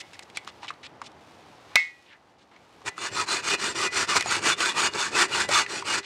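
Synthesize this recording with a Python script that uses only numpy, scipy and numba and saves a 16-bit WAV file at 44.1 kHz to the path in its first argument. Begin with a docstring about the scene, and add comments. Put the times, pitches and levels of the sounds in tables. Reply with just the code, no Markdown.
"""Over the far hum and faint leaves of a quiet wood, a folding bow saw is opened: its parts scrape and
click, and the trunks scatter a short echo. A latch snaps home and rings the metal frame.
Then the blade rasps to and fro through a branch: teeth tear fibres, the slot booms, the frame sings
along and the branch drones. Now and then the saw clicks, the blade squeals, a push ends abruptly
or the teeth catch."""
import sys
import numpy as np
from scipy import signal
from scipy.fft import rfft, irfft, next_fast_len
from scipy.io import wavfile
from scipy.ndimage import uniform_filter1d
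from numba import njit

SR = 44100
rng = np.random.default_rng(int(sys.argv[2]) if len(sys.argv) > 2 else 0)


def wrap_up_sound(samples):
    """Save the sound to the file named by the first command line argument, as 16-bit audio."""
    columns = np.atleast_2d(samples).T
    # keep every value between -1 and 1, then stretch to whole-number steps
    tamed = np.clip(columns, -1, 1)
    steps = np.round(tamed * 32767).astype(np.int16)
    wavfile.write(sys.argv[1], SR, steps)


N = 266805


def undb(db):
    return 10 ** (np.asarray(db) / 20)


def rms(x):
    return np.sqrt(np.mean(x ** 2))


def unit(x):
    return x / rms(x)


def add(out, start_s, x):
    i = max(int(start_s * SR), 0)
    out[i:i + len(x)] += x[:N - i]


def colour(x, curve):
    """EQ through (hz, gain_db) points joined on a log axis."""
    size = next_fast_len(len(x))
    hz = np.maximum(np.arange(size // 2 + 1) * SR / size, 1)
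    at_hz, db = np.transpose(curve)
    return irfft(rfft(x, size) * undb(np.interp(np.log(hz), np.log(at_hz), db)), size)[:len(x)]


@njit
def svf(x, hz, width):
    """State-variable band-pass with a moving centre, gain 1 there."""
    y, mid, low = np.empty(len(x)), 0., 0.
    for i in range(len(x)):
        g, damping = np.tan(np.pi * hz[i] / SR), width / hz[i]
        v = (mid + g * (x[i] - low)) / (1 + g * (g + damping))
        mid, low, y[i] = 2 * v - mid, low + 2 * g * v, damping * v
    return y


def band(x, hz, width):
    return svf(x, np.clip(hz * np.ones(len(x)), 20, .45 * SR), max(1. * width, 5.))


def walk(rate_hz):
    """Slow wobble: random levels, held and slewed twice; spread near 1."""
    hold = int(SR / rate_hz)
    steps = np.repeat(rng.standard_normal(N // hold + 1), hold)
    return 1.3 * uniform_filter1d(uniform_filter1d(steps, hold), hold)[:N]


def grit(per_s, spread_db, size=N):
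    """Random impulses, a few of them much bigger than the rest."""
    hit = rng.random(size) < per_s / SR
    return unit(hit * rng.standard_normal(size) * undb(spread_db * rng.exponential(size=size)) + 1e-9)


def resonate(x, modes, shift_db):
    """A bank of resonances; the moving contact drives now one, now another."""
    out = 0
    for hz, width, db in modes:
        contact = undb(shift_db * (walk(25) + .5 * walk(6))[:len(x)])
        out += undb(db) * unit(band(x * contact, hz, width))
    return unit(out)


# Tone of the far hum: freq_hz, gain_db
HUM_EQ = [(35, -35.5), (60, -9), (107, -6.5), (196, -9), (248, -7.5), (298, -5.5), (585, -8), (810, -5),
          (1740, -16.5), (6560, -37), (15500, -79.5)]
# Fader moves of the ambience: time_s, hum_db, leaves_db
AMBIENCE = [(0, -54, -57.5), (.57, -52.5, -62), (.83, -53, -67), (1.07, -50.5, -67.5), (1.22, -53, -60.5),
            (1.66, -51, -59.5), (1.82, -60.5, -55.5), (1.99, -60.5, -64.5), (2.17, -60, -69.5),
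            (2.45, -59, -72.5), (2.84, -55.5, -61.5)]


def wood():
    """A far hum that wavers a little, and leaves that rustle faintly."""
    at_s, hum_db, leaves_db = np.transpose(AMBIENCE)
    t = np.arange(N) / SR
    hum = unit(colour(rng.standard_normal(N), HUM_EQ)) * undb(np.interp(t, at_s, hum_db) + .6 * walk(14))
    leaves = unit(band(band(grit(8000, 1.3), 2500, 3000), 2900, 7000))
    return hum + leaves * undb(np.interp(t, at_s, leaves_db) + 1.5 * walk(15))


# Resonances of the held frame and blade: pitch_hz, width_hz, level_db
HELD_MODES = [(915, 90, 9.5), (985.8, 28, 2.5), (1192.7, 29, 13), (1430, 68, -6.5), (1532, 51, -14.5),
              (1993, 6.7, 12), (2117, 20, -27.5), (2286, 140, 4.5), (2457.2, 20, 17), (2600, 45, 14.5),
              (2853.5, 21.3, 17.5), (3367, 91, -12.5), (3501, 71, 18), (4041.5, 87, 14), (4506, 66.7, -1.5),
              (5174, 67, 3), (6800, 186.6, -9.5), (7480, 80, -14.5)]


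def held_frame(friction, shift_db):
    """Frame and blade sing along with whatever rubs them."""
    return resonate(friction, HELD_MODES, shift_db)


# Parts sliding on each other: start_s, length_s, level_db, centre_hz, width_hz
SCRAPES = [(0, 0.0196, -39, 3800, 6000), (0.13, 0.029, -51, 4470, 6000), (0.223, 0.0144, -46, 5620, 6000),
           (0.346, 0.0444, -44, 3250, 4000), (0.468, 0.037, -47.5, 2810, 4000),
           (0.618, 0.0485, -47.5, 2570, 3800), (0.682, 0.0195, -40, 2730, 2500),
           (0.828, 0.0433, -44, 2660, 3000), (1.036, 0.048, -51, 4020, 6000),
           (1.691, 0.12, -50, 1000, 1200), (2.055, 0.093, -57.5, 2498, 1500),
           (2.097, 0.077, -55.5, 1766, 600), (2.381, 0.068, -63.5, 2950, 4900),
           (2.511, 0.074, -61, 1690, 1500), (6.028, 0.068, -42.5, 2510, 3000)]


def scrapes():
    """Uneven grit, coloured by the rubbing parts and the frame."""
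    out = np.zeros(N)
    for start, length, db, hz, width in SCRAPES:
        size = int(length * SR)
        rub = unit(band(band(grit(12000, 1.4, size), hz, width), hz, 2 * width))
        add(out, start, undb(db + 1.8 * walk(150)[:size]) * np.hanning(size) ** 0.21 * rub)
    return 0.927 * out + 0.24 * rms(out) * held_frame(out, shift_db=0)


# Ring of the struck frame: pitch_hz, level_db, t60_s
FRAME_MODES = [(1210, -16, .06), (1933, -19, .45), (2019, -1, .22), (2185, -2, .25), (2440, -14, .08),
               (2471, -30, .55), (2612, -7, .11), (3570, -24, .08), (3980, -20, .05), (4650, -26, .06)]
# Hits on the frame itself, the loudest being the latch: start_s, level_db, knock_hz, tick_db
FRAME_HITS = [(0.004, -27.5, 1952, 7.5), (0.133, -31, 2040, 8), (0.224, -39, 2010, 2),
              (1.756, 6.5, 2520, 10.5), (1.761, -11, 1241, -7), (2.562, -43, 2250, -21)]
# Small parts clicking, in the opening and the sawing: start_s, level_db, knock_hz, tick_db
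PART_HITS = [(0.154, -40, 2030, -7), (0.192, -21.5, 2040, 14.5), (0.299, -34, 2350, 6.5),
             (0.371, -12.5, 2225, 8.5), (0.447, -33, 888, 22.5), (0.475, -23, 1092, 5.5),
             (0.63, -30, 900, -13.5), (0.644, -31.5, 1027, -12.5), (0.67, -37, 3420, 3.5),
             (0.68, -27.5, 2730, -25.5), (0.704, -21, 1254, -27.5), (0.738, -43.5, 4000, 6),
             (0.864, -30, 3220, -10), (1.016, -22.5, 1087, -5), (1.117, -41.5, 803.6, 12.5),
             (2.514, -47, 930, -16), (2.816, -45, 1100, -10.5), (2.979, -21.5, 1297, 4.5),
             (4.208, -8, 2195, 10), (4.224, -14.5, 1790, 10), (4.259, -17.5, 792, 0.5),
             (4.584, -23.5, 1990, 8.5), (4.604, -8, 2810, 9.5), (4.935, -28, 4380, -7),
             (5.282, -30.5, 6000, 6.5), (5.489, -10, 514, 3), (5.515, -18.5, 4530, 3.5),
             (5.662, -24.5, 1890, -6.5), (5.823, -22.5, 999, -3.5)]


def clicks(hits, t60_s, ring_db):
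    """A dull knock and a bright tick of the struck part; the frame rings and rattles on."""
    out, t = np.zeros(N), np.arange(SR // 2) / SR
    for start, db, hz, tick_db in hits:
        knock_t60 = t60_s * (1500 / hz) ** 0.32  # lower knocks last longer
        noise, phases = rng.standard_normal((3, len(t))), rng.random(len(FRAME_MODES))
        knock = unit(band(noise[0], hz, 0.192 * hz)) * undb(-60 * t / max(knock_t60, .005))
        tick = np.sign(noise[1]) * undb(tick_db - 60 * t / max(0.345 * t60_s, .004))
        rattle = unit(band(band(noise[2], 3500, 4700), 3000, 7000)) * undb(-19 - 60 * t / 0.283)
        ring = sum(undb(mode_db - 60 * t / t60) * np.sin(2 * np.pi * (mode_hz * t + phase))
                   for (mode_hz, mode_db, t60), phase in zip(FRAME_MODES, phases))
        blow = knock + tick
        blow /= 2 * rms(blow[:SR // 400])  # the first 2.5 ms set the level
        attack = np.minimum(t / 0.00148, 1)
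        add(out, start, undb(db) * attack * (blow + undb(ring_db) * (ring + rattle)))
    return out


# Decay of the echo among the trunks: freq_hz, t60_s
ECHO_DECAY = [(300, 0.098), (2000, 0.36), (12000, 0.068)]


def trunks(x, echo_db=-23.5):
    """Scattered echoes: a short noise tail that hangs longest in the mids."""
    t, tail = np.arange(SR // 2) / SR, 0
    at_hz, t60s = np.transpose(ECHO_DECAY)
    for hz in 200 * 2 ** np.arange(0, 6.5, .5):
        t60 = np.interp(np.log(hz), np.log(at_hz), t60s)
        tail += hz ** -.15 * band(rng.standard_normal(len(t)), hz, hz / 2) * undb(-60 * t / t60)
    tail *= np.minimum(t / 0.0013, 1)
    return undb(echo_db) * signal.fftconvolve(x, tail / np.linalg.norm(tail))[:N]


# Blade strokes, push and pull in turn: start_s, length_s, level_db, peak_fraction
STROKES = [(2.842, 0.0602, -28.5, .6), (2.95, 0.1488, -31, 0.66), (3.09, 0.1691, -24.5, 0.59),
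           (3.258, 0.1602, -25, 0.47), (3.41, 0.1595, -24.5, .55), (3.57, 0.171, -25, 0.55),
           (3.738, 0.1606, -22, 0.48), (3.889, 0.1729, -22, 0.65), (4.062, 0.1804, -25, 0.42),
           (4.229, 0.1791, -23, 0.56), (4.396, 0.1594, -19, 0.57), (4.559, 0.1802, -23, 0.55),
           (4.729, 0.1754, -20, 0.52), (4.893, 0.2115, -26, 0.66), (5.086, 0.1921, -20.5, 0.6),
           (5.273, 0.1992, -23.5, 0.57), (5.467, 0.1896, -19.5, 0.54), (5.662, 0.1733, -29, .58),
           (5.826, 0.1854, -23, .58)]
# Character of the push, then the pull: sharpness, boom_db, slot_start_hz, slot_end_hz
PUSH_PULL = [(1.292, -2, 1267, 1374), (0.87, -2, 1333, 1492)]


def strokes():
    """Control curves for the cut: blade speed swells and dies in each stroke."""
    t = np.arange(N) / SR
    speed, force, boom, shake = np.zeros((4, N))
    slot_hz = np.full(N, 1300.)
    for k, (start, length, db, peak) in enumerate(STROKES):
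        sharpness, boom_db, start_hz, end_hz = PUSH_PULL[k % 2]
        on = (t >= start) & (t < start + length)
        progress = (t[on] - start) / length
        swell = np.sin(np.pi * progress ** (np.log(.5) / np.log(peak)))
        speed[on] = np.maximum(speed[on], swell)
        force[on] += undb(db) * swell ** sharpness
        # the slot booms only near full speed
        boom[on] += undb(db + boom_db) * swell ** (1.335 * sharpness)
        # the branch partly follows the stroke's level, and is shaken most as it takes hold
        shake[on] += undb(-37 + 0.82 * (db + 24) + 3.5 * (.5 - progress)) * swell ** 0.459
        slot_hz[on] = start_hz + (end_hz - start_hz) * progress
    return speed, force, boom, shake, slot_hz


def slot(tears, hz):
    """The sawn slot booms at a wavering pitch, with a broad band an octave up."""
    hz = hz * (1 + 0.0434 * walk(15))
    return unit(band(tears, hz, 322) + 0.225 * band(tears, 2 * hz, 2360))


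# Tone of tearing fibres: freq_hz, gain_db
RASP_EQ = [(88, -58), (150, -11.5), (225, -11), (404, 3), (509, -15.5), (1040, 2.5), (1200, 0), (1730, 1.5),
           (2550, -2.5), (3620, -12), (3830, -23), (4140, -9.5), (7560, -8), (9180, -17.5), (15500, -43)]


def rasp(force, speed, t60_s=0.02584, ring_db=6.2, treble_hz=6040):
    """Each torn fibre rings countless close modes of blade and wood, changing as the contact moves."""
    t, ring = np.arange(int(t60_s * SR)) / SR, 0
    tears = force * grit(5000, 2.1)
    shares = np.array([undb(9 * walk(10)) for _ in range(6)])
    for share in shares / np.linalg.norm(shares, axis=0):  # crossfade among six noise tails
        tail = rng.standard_normal(len(t)) * undb(-60 * t / t60_s)
        ring += signal.fftconvolve(share * tears, tail / np.linalg.norm(tail))[:N]
    tearing = unit(colour(tears + undb(ring_db) * ring, RASP_EQ))
    dull = signal.sosfilt(signal.butter(2, treble_hz, fs=SR, output="sos"), tearing)
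    bright = signal.sosfilt(signal.butter(2, treble_hz, "high", fs=SR, output="sos"), tearing)
    return dull - bright * (0.203 + 0.92 * speed) ** 0.6  # the treble fades as the blade slows


# Body of the branch: pitch_hz, width_hz, level_db
BRANCH_MODES = [(116.9, 76, -8.5), (202.6, 87, -10), (335.5, 136, -1), (397.46, 10.8, -7)]


def branch(shake):
    """The teeth shake the branch into a low drone."""
    return rms(shake) * resonate(shake * grit(2500, 1.6), BRANCH_MODES, shift_db=3)


# Short accents in the cut, a push ending abruptly or the teeth catching:
# centre_s, half_length_s, cut_boost_db, branch_boost_db
ACCENTS = [(3.544, 0.0165, 10, 11), (3.872, 0.0161, 6, 0.5), (4.108, 0.0227, 4.5, 9.5),
           (4.168, 0.0187, 9.5, 17.5), (4.612, 0.0128, 2.5, 5), (4.866, 0.0147, 6, -1.5),
           (4.955, 0.0144, 7, 12), (5.219, 0.0348, 5, -6.5), (5.446, 0.019, 4, 5.5),
           (5.614, 0.016, 1.5, 4.5), (5.984, 0.011, 6, 4.5)]
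# Tone of the cut at the microphone: freq_hz, gain_db
SAW_EQ = [(40, -8.5), (90, -4.5), (9000, -3.5), (11000, -11.5), (13000, -21.5), (15500, -25)]


def saw():
    """Juddering teeth tear fibres, which drive slot, frame and branch."""
    t = np.arange(N) / SR
    speed, force, boom, shake, slot_hz = strokes()
    accent_db, shake_db = sum(np.outer(boosts_db, np.exp(-2 * ((t - centre) / half_length) ** 2))
                              for centre, half_length, *boosts_db in ACCENTS)
    judder = undb(accent_db + 1.63 * walk(60))
    tears = grit(6000, 1.47)
    hollow = boom * judder * slot(tears, slot_hz)
    fibres = undb(-1) * rasp(force * judder, speed)
    frame = undb(-5.5) * held_frame(force * judder * tears, shift_db=4.84)
    drone = branch(shake * undb(shake_db))
    return colour(rms(force) * (fibres + frame) + hollow + drone, SAW_EQ)


# The clearest squeals of the blade: centre_s, pitch_hz, level_db
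SQUEALS = [(3.19, 1255, -29), (3.82, 1165, -31), (4.13, 1156, -29.5), (4.16, 2310, -29),
           (4.168, 984, -29.5), (4.64, 1468, -28.5), (4.78, 2473, -32), (4.83, 1496, -32.5),
           (5.15, 2570, -29.5), (5.342, 2855, -31), (5.57, 1196, -23), (5.604, 3562, -36)]


def squeals(length_s=.064, faint_per_stroke=3):
    """Friction feeds one narrow mode, which swells and dies; strokes after the first add faint ones."""
    out, size, faint = np.zeros(N), int(length_s * SR), []
    for start, length, db, _ in STROKES[1:]:
        for when, pick in rng.random((faint_per_stroke, 2)):
            hz = HELD_MODES[int(pick * len(HELD_MODES))][0]
            faint_db = db - 12 - 2 * np.log2(hz / 1200)  # higher ones are softer
            faint.append((start + (0.27 + .55 * when) * length, hz, faint_db))
    for centre, hz, db in list(SQUEALS) + faint:
        tone = unit(band(band(grit(5000, 2.69, size), hz, 76), hz, 150))
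        add(out, centre - length_s / 2, undb(db) * np.hanning(size) * tone)
    return out


# Tone of the clicks and scrapes at the microphone, with the treble rolled off: freq_hz, gain_db
HANDLING_EQ = [(150, -12), (700, 0.5), (4000, 2.5), (8000, -2.5), (11000, -12.5), (15500, -44)]


def scene():
    """The saw up close and its echo, over the ambience of the wood; mono."""
    ticks = clicks(PART_HITS, t60_s=0.0326, ring_db=-34.5)
    latch = clicks(FRAME_HITS, t60_s=0.02395, ring_db=-19.5)
    near = colour(ticks + latch + scrapes(), HANDLING_EQ) + saw() + squeals()
    return (near + trunks(near) + wood())[None]


def record(dry, rumble_hz=60, top_hz=15700):
    """Master chain: cut the rumble, round the loudest peak, cut the top."""
    dry = signal.sosfilt(signal.butter(4, rumble_hz, "high", fs=SR, output="sos"), dry)
    rounded = .5 * np.tanh(2 * dry)
    return signal.sosfilt(signal.ellip(8, .2, 80, top_hz, fs=SR, output="sos"), rounded)


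dry = scene()
out = record(dry)
wrap_up_sound(out)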